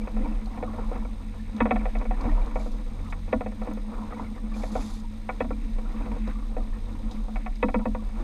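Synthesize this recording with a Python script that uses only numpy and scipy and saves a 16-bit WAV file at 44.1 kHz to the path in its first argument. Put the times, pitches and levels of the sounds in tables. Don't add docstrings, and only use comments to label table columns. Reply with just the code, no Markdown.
import sys
import numpy as np
from scipy import signal
from scipy.fft import rfft, irfft, next_fast_len
from scipy.io import wavfile
from scipy.ndimage import uniform_filter1d

SR = 44100
rng = np.random.default_rng(int(sys.argv[2]) if len(sys.argv) > 2 else 0)


def magnitude_from_level(level_db):
    exponent = np.asarray(level_db, float) / 20
    return 10 ** exponent


def unload_wav(signal):
    wavfile.write(
        sys.argv[1],
        SR,
        np.round(np.clip(np.atleast_2d(signal).T, -1, 1) * 32767).astype(np.int16),
    )


N = 362943

# frequency in Hz, level in dB, 60 dB decay in seconds.
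FRAME_MODES = [(74.7, -14, 0.87), (213.7, 2.5, 0.25), (232, -0.5, 0.19), (260.4, -5.5, 0.27),
               (294, -11.5, 0.22), (326, -17, 0.13), (476.8, -9.5, 0.2), (501.4, -1, 0.15),
               (558, -22, 0.14), (645, -3.5, 0.16), (743, -0.5, 0.12), (801, -17.5, 0.28), (951, -6, 0.11),
               (1001.5, -5, 0.069), (1120, -3.5, 0.067), (1240, -3.5, 0.041), (1341, -6.5, 0.075),
               (1433, -11, 0.087), (1768, 1.5, 0.047), (1860, -3, 0.071), (1983, 3, 0.039),
               (2146, -1, 0.027), (2260, 3.5, 0.048), (2350, 5.5, 0.021), (2554, -1, 0.049),
               (2620, -35, 0.053), (3337, -14.5, 0.041), (3710, -22, 0.056)]
# frequency in Hz, density in dB per Hz.
SLOSH_SPECTRUM = [(26, -31), (45, 0), (62, -9), (134, -19.5), (157, -19), (188, -16.5), (220, -14),
                  (315, -21.5), (369, -30), (483, -27), (588, -33), (968, -32), (1570, -38), (2280, -39),
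                  (3200, -51.5), (4160, -79), (7040, -120)]
# frequency in Hz, density in dB per Hz.
WASH_SPECTRUM = [(1590, -6), (2700, -6), (3160, -8), (3790, -1), (4510, -9.5), (6420, -13), (7740, -16.5),
                 (8570, -15), (9270, -18.5), (15200, -22)]
# frequency in Hz, density in dB per Hz.
SPRAY_SPECTRUM = [(1650, -46), (2800, -15), (3610, 2), (4220, -1.5), (5100, -4), (5670, -4.5), (6350, -5.5),
                  (8020, -9), (10700, -13.5), (15200, -31)]
# centre in Hz, width in Hz, lift in dB.
CASE_PEAKS = [(3440, 770, 1.5), (4930, 290, 5), (6370, 370, 5), (7100, 160, 2.5)]
# time in seconds, peak in dB, ring in Hz, crack in dB, splatter decay in seconds.
DROP_HITS = [(0.459, -42, 4180, -71, 0.0043), (1.565, -42, 3740, -64, 0.0071),
             (1.9868, -42, 3780, -68, 0.006), (2.211, -38.5, 4170, -69, 0.005),
             (2.2987, -50, 4100, -71, 0.0046), (2.461, -41, 4125, -72, 0.0041),
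             (2.6125, -47, 4220, -67, 0.011), (3.1012, -46, 3530, -64, 0.006),
             (3.7349, -46, 6400, -48, 0.005), (4.5411, -46, 4200, -61, 0.006),
             (6.276, -41, 3880, -71, 0.005), (7.112, -39, 3820, -67, 0.014),
             (7.5572, -43.5, 4840, -73, 0.0066), (7.628, -50, 3600, -71, 0.006)]
# start in seconds, length in seconds, level in dB, swell in dB.
SPRAY_GUSTS = [(2.545, 0.037, -73, 0), (2.588, 0.091, -71.5, 1.5), (2.713, 0.015, -73, 2),
               (2.76, 0.012, -75, 0), (2.798, 0.02, -75, 0), (3.04, 0.015, -74.5, 0),
               (3.098, 0.018, -73.5, 1), (4.542, 0.16, -70.5, 5), (4.713, 0.24, -67.5, 3.5),
               (4.97, 0.03, -72, -2), (8.18, 0.074, -76, 2)]
# start in seconds, length in seconds, bubble level in dB, bubble pitch in Hz,
# slosh lift in dB.
WAVES_AFT = [(-0.2, 0.44, -51, 966, 5), (0.143, 0.36, -54, 958, 5.5), (0.46, 0.37, -46.5, 985, 4.5),
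             (0.718, 0.4, -48, 962, 6.5), (1.494, 0.64, -69, 990, 7), (2.101, 0.59, -46, 998, 9),
             (3.001, 0.19, -49, 1055, 0), (3.569, 0.21, -50, 983, 5.5), (3.877, 0.47, -48.5, 1050, 3),
             (4.487, 0.21, -53.5, 1063, 3.5), (4.637, 0.38, -48, 1020, 6), (5.863, 0.48, -51, 1032, 6.5),
             (6.335, 0.14, -56, 1106, 0), (6.7, 0.88, -60, 1007, -0.5), (8.132, 0.35, -47, 1003, 7.5),
             (2.222, 0.12, -61, 910, 5.5), (6.26, 0.076, -44, 1210, 9.5), (6.711, 0.05, -51.5, 1146, -3),
             (7.052, 0.2, -56.5, 990, 5), (7.788, 0.054, -48, 950, -4), (4.213, 0.06, -56, 1200, 3),
             (1.145, 0.2, -59, 1010, 0.5), (4.754, 0.082, -49, 900, 4.5)]
# time in seconds, peak in dB, pitch in Hz.
AIR_POCKETS = [(0.245, -32.5, 930), (0.531, -41, 929), (2.215, -33, 1160), (2.288, -34, 926),
               (2.446, -40, 1040), (3.936, -37.5, 1213), (3.976, -42, 1030), (4.022, -38, 940),
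               (4.167, -34, 957), (4.244, -44, 1350), (4.375, -40, 1140), (4.517, -39, 1140),
               (4.678, -42, 970), (4.931, -51, 977), (5.043, -39.5, 935), (5.856, -41.5, 1380),
               (5.974, -39, 1126), (6.355, -39.5, 1150), (6.425, -43.5, 1140), (6.605, -43.5, 1190),
               (6.95, -41, 964), (7.175, -44, 1156), (7.814, -34, 966), (7.992, -41, 1132)]
# time in seconds, peak in dB, pitch in Hz.
BIG_POCKETS = [(0.011, -36.5, 484), (0.209, -32, 520), (0.235, -27, 286), (0.504, -46, 460),
               (2.263, -27.5, 754), (2.275, -23.5, 293.5), (1.6, -40, 100), (2.235, -35, 132),
               (2.3, -25, 224), (2.32, -34, 635), (2.599, -33, 635), (2.713, -43, 508), (3.679, -30, 293),
               (6.165, -35.5, 487), (6.808, -45, 454), (6.995, -41, 523), (7.11, -40, 755),
               (8.195, -35, 340), (8.222, -29, 215)]
# time in seconds, peak in dB, pitch in Hz.
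DROPLET_PINGS = [(0.0164, -40.5, 2310), (0.2164, -42, 2040), (0.2473, -41, 2270), (0.3217, -46, 2540),
                 (1.395, -43, 1750), (1.7933, -37, 2300), (2.1385, -40, 1800), (2.2054, -42, 2350),
                 (2.2578, -43, 2260), (2.2937, -36, 1860), (2.3144, -41, 2300), (2.4154, -42, 2320),
                 (2.598, -43, 2290), (3.5179, -51, 1780), (3.9414, -48, 2320), (4.129, -40, 1920),
                 (4.1444, -42, 2240), (4.1849, -42, 2010), (4.2433, -41, 2240), (4.2644, -43, 2080),
                 (4.35, -48, 2080), (4.3765, -45, 1790), (4.5161, -48, 1730), (4.5406, -38, 2370),
                 (4.6204, -40, 2250), (4.809, -43, 2500), (5.5283, -42, 2350), (6.0192, -43, 2540),
                 (6.0477, -46, 2050), (6.0694, -47, 2070), (6.7323, -42.5, 1800)]
# time in seconds, twice the firing rate in Hz.
MOTOR_RATE_HZ = [
    (0.0, 87.25),
    (0.78, 87.8),
    (1.17, 86.67),
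    (2.63, 88.14),
    (2.7, 86.4),
    (5.22, 86.43),
    (5.66, 88.05),
    (8.23, 87.26),
]
# time in seconds, level in dB.
SHAKE_LEVEL_DB = [(0.0, -29), (0.32, -24.5), (0.52, -36.5), (0.9, -27), (1.3, -35.5), (1.74, -30),
                  (2.36, -21), (2.55, -26.5), (3.08, -31), (3.8, -30.5), (4.22, -38.5), (4.46, -31),
                  (5.45, -33.5), (5.73, -30), (6.3, -27), (6.85, -29.5), (7.15, -26.5), (8.23, -29.5)]
# time in seconds, level in dB.
FIRING_LEVEL_DB = [(0, -47.5), (1.05, -43), (1.55, -45.5), (1.801, -60), (2.29, -52), (2.75, -62.5),
                   (2.9, -52), (3.0, -41), (3.5, -47), (3.9, -55), (4.12, -44.5), (4.9, -43), (5.3, -49),
                   (6.1, -51), (6.4, -47), (7.0, -45.5), (7.6, -56.5), (8.23, -46.5)]
# time in seconds, level in dB.
DRONE_LEVEL_DB = [(0.0, -36), (0.52, -40.5), (1.0, -38), (1.3, -45.5), (1.74, -40.5), (2.11, -44),
                  (2.55, -49.5), (3.08, -47.5), (3.8, -35.5), (4.22, -44.5), (4.5, -38.5), (5.25, -44.5),
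                  (5.9, -39), (6.4, -41.5), (6.92, -49), (7.1, -38.5), (7.6, -45), (8.23, -43.5)]
SHAKE_LINES_DB = [-5, 0.5, -0.5, -7]
DRONE_LINES_DB = [-2.5, 0.5, -6.5]
FIRING_LINES_DB = [-2.5, -18, -28, -22]
# time in seconds, half width in seconds, lift in dB.
THIRD_RESONANCE = (2.98, 0.16, 15.8)
# time in seconds, peak in dB, treble in dB, boom in dB.
FRAME_KNOCKS = [(0.074, -26.5, -44, -41), (0.19, -32.5, -56, -28.5), (0.258, -27, -52, -34),
                (0.628, -21, -41, -32), (0.915, -25.5, -54, -36), (1.532, -48, -61, -31),
                (1.606, -11.5, -24.5, -16.5), (1.656, -17, -33.5, -37), (1.71, -11, -25.5, -20.5),
                (1.856, -22.5, -38.5, -53), (1.953, -26, -39.5, -42), (2.216, -36, -57, -45),
                (2.558, -20, -41, -33.5), (2.661, -29.5, -58, -34), (3.329, -12, -28, -21),
                (3.409, -21.5, -40, -48), (3.462, -23, -44, -35), (3.617, -26.5, -47, -43),
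                (3.673, -25.5, -49, -32.5), (4.635, -23, -43, -42), (4.754, -17, -42.5, -30),
                (5.406, -14, -32, -24.5), (5.507, -22.5, -47, -27.5), (6.567, -23, -48.5, -30.5),
                (7.629, -11.5, -25.5, -18.5), (7.686, -22, -40.5, -48), (7.744, -14, -32, -20),
                (7.792, -30, -49, -36), (7.856, -17.5, -40, -23), (7.949, -21.5, -42.5, -35)]
# time in seconds, peak in dB, treble in dB, boom in dB, strongest ring in Hz.
LOCAL_SPLASHES = [(0.472, -37, -73, -70, 754), (0.576, -33, -47, -37, 750), (0.678, -33, -65, -51, 1120),
                  (0.785, -29.5, -58, -44, 950), (0.959, -31.5, -48, -33, 785),
                  (1.76, -22, -36.5, -47, 755), (2.11, -20, -42, -38, 748), (2.241, -29.5, -47, -24, 785),
                  (2.379, -27.5, -64, -40, 930), (2.513, -34.5, -52, -38, 930), (3.126, -30, -35, -52, 770),
                  (4.124, -29.5, -51, -40, 1197), (4.197, -24.5, -56, -32, 987),
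                  (5.292, -18, -35, -56, 784), (5.445, -31, -51, -27.5, 641), (5.942, -37, -67, -48, 1130),
                  (7.284, -33.5, -66, -53, 746), (7.36, -27.5, -39.5, -45, 766),
                  (7.463, -26, -39, -51, 748)]
# time in seconds, peak in dB.
LIGHT_LAPS = [(0.166, -28.5), (0.735, -34), (1.051, -31.5), (1.812, -32), (2.014, -25.5), (2.054, -28),
              (2.812, -41), (3.279, -37), (3.52, -37), (3.712, -30.5), (3.773, -30.5), (4.363, -36.5),
              (4.561, -34), (5.784, -32), (6.061, -33), (6.117, -29), (6.164, -32), (6.275, -33.5),
              (6.995, -44)]
# time in seconds, middle rings in dB, brace ring in dB,
# upper rings in dB, treble tilt in dB.
HULL_SPOTS = [(0.075, -2, -13.5, -7, -4), (0.167, -0.5, -13, -8, -1), (0.257, -2.5, -3.5, -8, 6.0),
              (0.626, -0.5, -16, -13.0, 1.5), (0.917, -5, -19, -16, -2.0), (0.961, 0, -8.5, -3, 0.5),
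              (1.051, -2.0, -9.5, -6.5, 10), (1.608, -7.5, 0.5, 0.0, -2), (1.657, -0.0, -17, -6, -3.0),
              (1.712, 0.5, -15, -7.5, 1.5), (1.761, -1, -13, -4, 1), (1.814, -1, -14, -4.5, -3.5),
              (1.856, 3.5, -14, -6, -1.5), (1.952, 4, -14, -9.5, -1), (2.014, -4, -9, -9.5, 0),
              (2.053, -1, -15, -8.5, 5), (2.111, -4, -3, -8.5, -6), (2.56, -1, -8.5, -12, 4.5),
              (2.663, -1.5, -16.5, -9.5, -1.5), (3.127, 1, -3, 11.5, 1.5), (3.33, -5, -12.0, -9.5, -1),
              (3.41, 1, -16, -6, -2.0), (3.464, -0.5, -10, -14, -1.0), (3.616, -2, -11, -5.0, 2),
              (3.672, -1.5, -11.5, -12.5, 0.5), (3.775, -15, -16.5, -13.5, -7), (4.634, 1.5, -7, -13.5, -1),
              (4.756, -2, -16, -11, 3), (5.293, 2.5, -12.5, 2.5, 5), (5.408, -4.5, -9.5, -10.5, -5.5),
              (5.506, -3.0, -11.5, -8, -2.5), (6.118, -5, -1, -7.5, 5), (6.568, -0.5, -15, -17.5, -5.5),
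              (7.36, 10.5, -4, 9.5, 4), (7.465, 7, -5.5, 8, 0), (7.63, -12.5, -10, -9.5, -4.5),
              (7.685, 2, -8, -6.0, 1), (7.745, -4.5, -4, -4.5, -2), (7.857, -7.5, -9, -10, -6.5),
              (7.951, -3.5, -6, -6.5, -5.0)]


def unit(x):
    return x / np.sqrt(np.mean(x ** 2))


def curve(table):
    time_s, value = np.transpose(table)
    return np.interp(np.arange(N) / SR, time_s, value)


def walk(rate_hz):
    k = int(SR / rate_hz)
    held = np.repeat(rng.standard_normal(N // k + 1), k)
    return 1.27 * uniform_filter1d(uniform_filter1d(held, k), k)[:N]


def colour(x, spectrum, peaks=()):
    size = next_fast_len(N)
    hz = np.arange(1, size // 2 + 2) * SR / size
    point_hz, point_db = np.transpose(spectrum)
    db = np.interp(np.log(hz), np.log(point_hz), point_db, left=-120, right=-120)
    for centre_hz, width_hz, lift_db in peaks:
        db = db + lift_db / (1 + (2 * (hz - centre_hz) / width_hz) ** 2)
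    return unit(irfft(rfft(x, size) * magnitude_from_level(db), size)[:N])


def grains(per_s, scatter_db, tail_s):
    sizes = magnitude_from_level(scatter_db * np.minimum(rng.exponential(size=N), 4))
    hits = (rng.random(N) < per_s / SR) * sizes
    power = signal.lfilter([1], [1, -np.exp(-1 / (tail_s * SR))], hits ** 2)
    return unit(rng.standard_normal(N) * np.sqrt(power))


def chirp():
    field_hz, tone_hz = 60 / 1.001, 8540
    fields = np.arange(N) / SR * field_hz
    count, part = fields.astype(int), fields % 1
    onset = np.where(count % 2, .58, .45)
    gate = np.clip((part - onset) / 0.073, 0, 1) * np.clip((1 - part) / 0.066, 0, 1) * (.55 + .5 * part)
    slip = rng.standard_normal((count[-1] + 1, 2))[count]
    tone = np.sin(2 * np.pi * tone_hz * part / field_hz + .7 * slip[:, 0] + 0.39 * walk(200))
    return magnitude_from_level(-71.5 + 0.86 * slip[:, 1]) * unit(gate * tone)


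def swell(t, start_s, length_s):
    rise_share = 0.29
    part = (t - start_s) / length_s
    return np.clip(np.minimum(part / rise_share, (1 - part) / (1 - rise_share)), 0, 1)


def water():
    t = np.arange(N) / SR
    lift_db = sum(db * np.minimum(1.53 * swell(t, start_s, length_s), 1)
                  for start_s, length_s, _, _, db in WAVES_AFT)
    modes = [(hz, 0.73 / t60_s + 40, 4.0) for hz, _, t60_s in FRAME_MODES[2:]]

    lapping = 0.71 * grains(per_s=200, scatter_db=4.0, tail_s=0.011) + 0.58 * rng.standard_normal(N)
    hull = colour(lapping, SLOSH_SPECTRUM, modes)
    low = signal.sosfiltfilt(signal.butter(3, 390, fs=SR, output="sos"), hull)
    surge = magnitude_from_level(0.68 * lift_db - 46.0 + 1.67 * walk(3.13)) * unit(low)

    trickle = 0.81 * grains(per_s=260, scatter_db=4.5, tail_s=0.01) + 0.45 * rng.standard_normal(N)
    trickle = colour(trickle, SLOSH_SPECTRUM, modes)
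    split = signal.butter(3, 1550, fs=SR, output="sos")
    mid = signal.sosfiltfilt(split, hull - low)
    high = trickle - signal.sosfiltfilt(split, trickle)
    slosh = magnitude_from_level(lift_db - 54 + 3 * walk(20)) * unit(mid)
    slosh = slosh + magnitude_from_level(0.77 * lift_db - 62.5 + 1.5 * walk(9)) * unit(high)

    fizz = 0.47 * grains(per_s=730, scatter_db=4.0, tail_s=0.0015) + 0.77 * rng.standard_normal(N)
    wash = magnitude_from_level(0.17 * lift_db - 61.5 + 0.53 * walk(19)) * colour(fizz, WASH_SPECTRUM, CASE_PEAKS)
    return surge + slosh + wash


def gust(t, start_s, length_s, level_db, swell_db):
    attack_s, release_s = 0.0045, 0.031
    age_s = t - start_s
    gate = np.clip(np.minimum(age_s / attack_s, 1 - (age_s - length_s) / release_s), 0, 1)
    return gate * magnitude_from_level(level_db + swell_db * np.sin(np.pi * np.clip(age_s / length_s, 0, 1) ** 0.96))


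def spray():
    t = np.arange(N) / SR
    level = sum(gust(t, *row) for row in SPRAY_GUSTS) * magnitude_from_level(1.1 * walk(20))
    excess = np.sqrt(np.maximum(level ** 2 - magnitude_from_level(2 * -78.5), 0))
    patter = .6 * grains(per_s=1500, scatter_db=4, tail_s=.0015) + .7 * rng.standard_normal(N)
    peaks = CASE_PEAKS + [(7000, 810, 3), (10800, 930, 6.4), (12780, 900, 5)]
    return excess * magnitude_from_level(12.5 + walk(60)) * colour(patter, SPRAY_SPECTRUM, peaks)


def drops():
    rings, splatter, t = np.zeros(N + SR), np.zeros(N + SR), np.arange(2000) / SR
    cracking = np.diff(rng.standard_normal((len(DROP_HITS), len(t) + 2)), 2) / 2.4
    for (s, peak_db, hz, crack_db, tail_s), noise in zip(DROP_HITS, cracking):
        span = slice(int(s * SR), int(s * SR) + len(t))
        ring = np.sin(2 * np.pi * hz * t) * np.exp(-t / 0.0022) * np.minimum(t / 0.00031, 1)
        rings[span] += magnitude_from_level(peak_db - 4) * ring
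        rings[span] += magnitude_from_level(crack_db + 1.5) * noise * np.exp(-((t - .0015) / .0006) ** 2)
        splatter[span] += magnitude_from_level(peak_db - 10.5) * np.exp(-t / tail_s)
    hiss = colour(rng.standard_normal(N), SPRAY_SPECTRUM, CASE_PEAKS + [(11500, 7000, -12)])
    return rings[:N] + splatter[:N] * hiss


def gurgles():
    decay_cycles, spread_octaves = 4.75, 1.17
    edge_db = -13
    out = np.zeros(N + 2 * SR)
    chance = rng.random((len(WAVES_AFT), 400, 5))
    for (start_s, length_s, db, centre_hz, _), swarm in zip(WAVES_AFT, chance):
        for when, size, rise, pitch, skew in swarm:
            at_s = start_s + .77 * when
            if when * .77 > length_s or at_s < 0:
                continue
            hz = centre_hz * 2 ** (.58 * (pitch + skew - 1))
            turns = np.arange(int(40 / hz * SR)) * hz / SR
            phase = 2 * np.pi * turns * (1 + .004 * rise ** 2 * turns)
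            decay = np.exp(-turns / (decay_cycles * 2 ** (spread_octaves * (1 - rise) ** 2)))
            ping = np.sin(phase) * decay * np.minimum(turns / 1.6, 1)
            fade_db = edge_db * (1 - swell(at_s, start_s, length_s))
            start = int(at_s * SR)
            out[start:start + len(turns)] += magnitude_from_level(db + fade_db + 16.5 * size - 8.5) * ping
    return out[:N]


def pockets():
    ring_s, waver_rad = .014, 0.9
    out, t, waver = np.zeros(N + SR), np.arange(5000) / SR, np.tile(walk(250), 2)
    for s, peak_db, hz in BIG_POCKETS + AIR_POCKETS + DROPLET_PINGS:
        span = slice(int(s * SR), int(s * SR) + len(t))
        phase = 2 * np.pi * hz * t * (1 + 0.2 * t) + waver_rad * hz / 2000 * waver[span]
        size = np.minimum(t / 0.0022, 1) * np.exp(-t / ring_s * (hz / 1000) ** 0.64)
        out[span] += magnitude_from_level(peak_db - 2.0) * size * np.sin(phase)
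    return out[:N]


def lines(cycle, multiples, levels_db, wander_db, wander_rad, rate_hz):
    out = np.zeros(N)
    for k, db in zip(multiples, levels_db):
        phase = k * cycle + wander_rad * walk(rate_hz) + 2 * np.pi * rng.random()
        out += magnitude_from_level(db + wander_db * walk(rate_hz)) * np.sin(phase)
    return unit(out)


def motor():
    t = np.arange(N) / SR
    cycle = 2 * np.pi * np.cumsum(curve(MOTOR_RATE_HZ)) / (12 * SR)
    firing = lines(cycle, (12, 24, 9, 8), FIRING_LINES_DB, wander_db=2.5, wander_rad=0.71, rate_hz=5)
    third = lines(cycle, [18], [0], wander_db=3.0, wander_rad=0.61, rate_hz=8)
    shake = lines(cycle, (3, 4, 5, 6), SHAKE_LINES_DB, wander_db=3.0, wander_rad=1.36, rate_hz=4.9)
    drone = lines(cycle, (29, 30, 31), DRONE_LINES_DB, wander_db=2.5, wander_rad=0.38, rate_hz=11)
    swell_s, width_s, lift_db = THIRD_RESONANCE
    third_db = -63 + lift_db * np.exp(-((t - swell_s) / width_s) ** 2)
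    fourth = magnitude_from_level(-48.5) * np.exp(-((t - 3.17) / 0.11) ** 2) * np.sin(24 * cycle)
    return (fourth + magnitude_from_level(third_db) * third
            + magnitude_from_level(curve(FIRING_LEVEL_DB) + 0.45) * firing
            + magnitude_from_level(curve(SHAKE_LEVEL_DB) + 0.43) * shake
            + magnitude_from_level(curve(DRONE_LEVEL_DB) + 1.46) * drone)


def blows():
    main_ring_hz = 508.5
    knocks = [(*row, main_ring_hz, 26.7) for row in FRAME_KNOCKS]
    splashes = [(*row, 35) for row in LOCAL_SPLASHES]
    laps = [(s, db, db - 19.5, db - 9.5, main_ring_hz, 31) for s, db in LIGHT_LAPS]
    return sorted(knocks + splashes + laps)


def cracks():
    size, t = np.zeros(N + SR), np.arange(4000) / SR
    for s, _, treble_db, *_ in blows():
        start = int((s - .0045) * SR)
        size[start:start + len(t)] += magnitude_from_level(treble_db - 7) * np.minimum(t / 0.0028, 1) ** 2 * np.exp(-t / 0.0075)
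    spectrum = [(900, -21), (1500, 4.0), (2900, -5.5), (3900, -10.5), (4800, -36)]
    return size[:N] * colour(rng.standard_normal(N), spectrum)


def tubes(lag_s, boom_lag_s, rise_cycles, boom_cycles):
    hz, db, t60_s = (c[:, None] for c in np.transpose(FRAME_MODES))
    depth = np.minimum(200 / hz, 1.2) ** 4 * (hz > 100)
    arrival_s = lag_s * (500 / hz) ** 0.532 + boom_lag_s * depth
    t = np.maximum(np.arange(SR // 2) / SR - arrival_s, 0)
    build_cycles = rise_cycles * (hz / 500) ** 1.25 + boom_cycles * depth
    rise = 1 - np.exp(-(t * hz / build_cycles) ** 2)
    return magnitude_from_level(db) * rise * np.exp(-np.log(1000) * t / t60_s + 2j * np.pi * hz * t)


def spot(s, hz):
    table = np.array(HULL_SPOTS)
    row = table[np.argmin(np.abs(table[:, 0] - s))]
    middle_db, brace_db, upper_db, tilt_db = row[1:] - table[:, 1:].mean(axis=0)
    lift_db = 0.82 * middle_db * ((hz > 590) & (hz < 870))
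    lift_db = lift_db + 0.9 * brace_db * ((hz > 870) & (hz < 990))
    lift_db = lift_db + 0.82 * upper_db * ((hz > 990) & (hz < 1600))
    lift_db = lift_db + 1.1 * tilt_db * ((hz > 2080) & (hz < 2440))
    return lift_db * (abs(row[0] - s) < .008)


def slaps():
    rings = tubes(lag_s=0.00188, boom_lag_s=0.01327, rise_cycles=0.72, boom_cycles=4.4)
    hz = np.array(FRAME_MODES)[:, 0]
    boom, middle, treble = hz < 400, (hz > 400) & (hz < 1600), hz > 1600
    hits = blows()
    out, chance = np.zeros(N + SR), rng.standard_normal((len(hits), 4, len(FRAME_MODES)))
    t, rattle = np.arange(rings.shape[1]) / SR, np.tile(walk(120), 2)
    for (s, peak_db, treble_db, boom_db, ring_hz, damping), draw in zip(hits, chance):
        favour_db = 4.96 * (ring_hz / 500) ** 1.5 / (1 + ((hz - ring_hz) / (0.055 * ring_hz)) ** 2)
        favour_db = favour_db + spot(s, hz)
        first = magnitude_from_level(1.53 * draw[0] * (hz > 100) + favour_db) * np.exp(.35j * draw[1])
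        second = magnitude_from_level(3 * draw[2] * (hz > 100) - 9 + favour_db) * np.exp(2j * np.pi * draw[3])
        late = int((.009 + .003 * np.clip(draw[3, 0], -2, 2)) * SR)
        start = int((s - .0032) * SR)
        cling = np.exp(-damping * t)
        waver = np.exp(.9j * rattle[start:start + len(t)] * np.clip(t / .03, 0, 1))
        for part, db in ((boom, boom_db + 1.8), (middle, peak_db - .6), (treble, treble_db + 5.5)):
            ring = first[part] @ rings[part]
            ring[late:] += (second[part] @ rings[part])[:-late]
            if part is not boom:
                ring = ring * cling * waver
            out[start:start + len(ring)] += magnitude_from_level(db) * ring.imag / np.abs(ring).max()
    return out[:N]


def scene():
    background = chirp() + water() + spray() + drops()
    return (background + gurgles() + pockets() + motor() + cracks() + slaps())[None]


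def roll_off(x):
    return signal.sosfilt(signal.butter(12, 15300, fs=SR, output="sos"), x)


def record(dry):
    mix = signal.sosfilt(signal.butter(2, 16, "high", fs=SR, output="sos"), dry)
    return roll_off(mix)


dry = scene()
out = record(dry)
unload_wav(out)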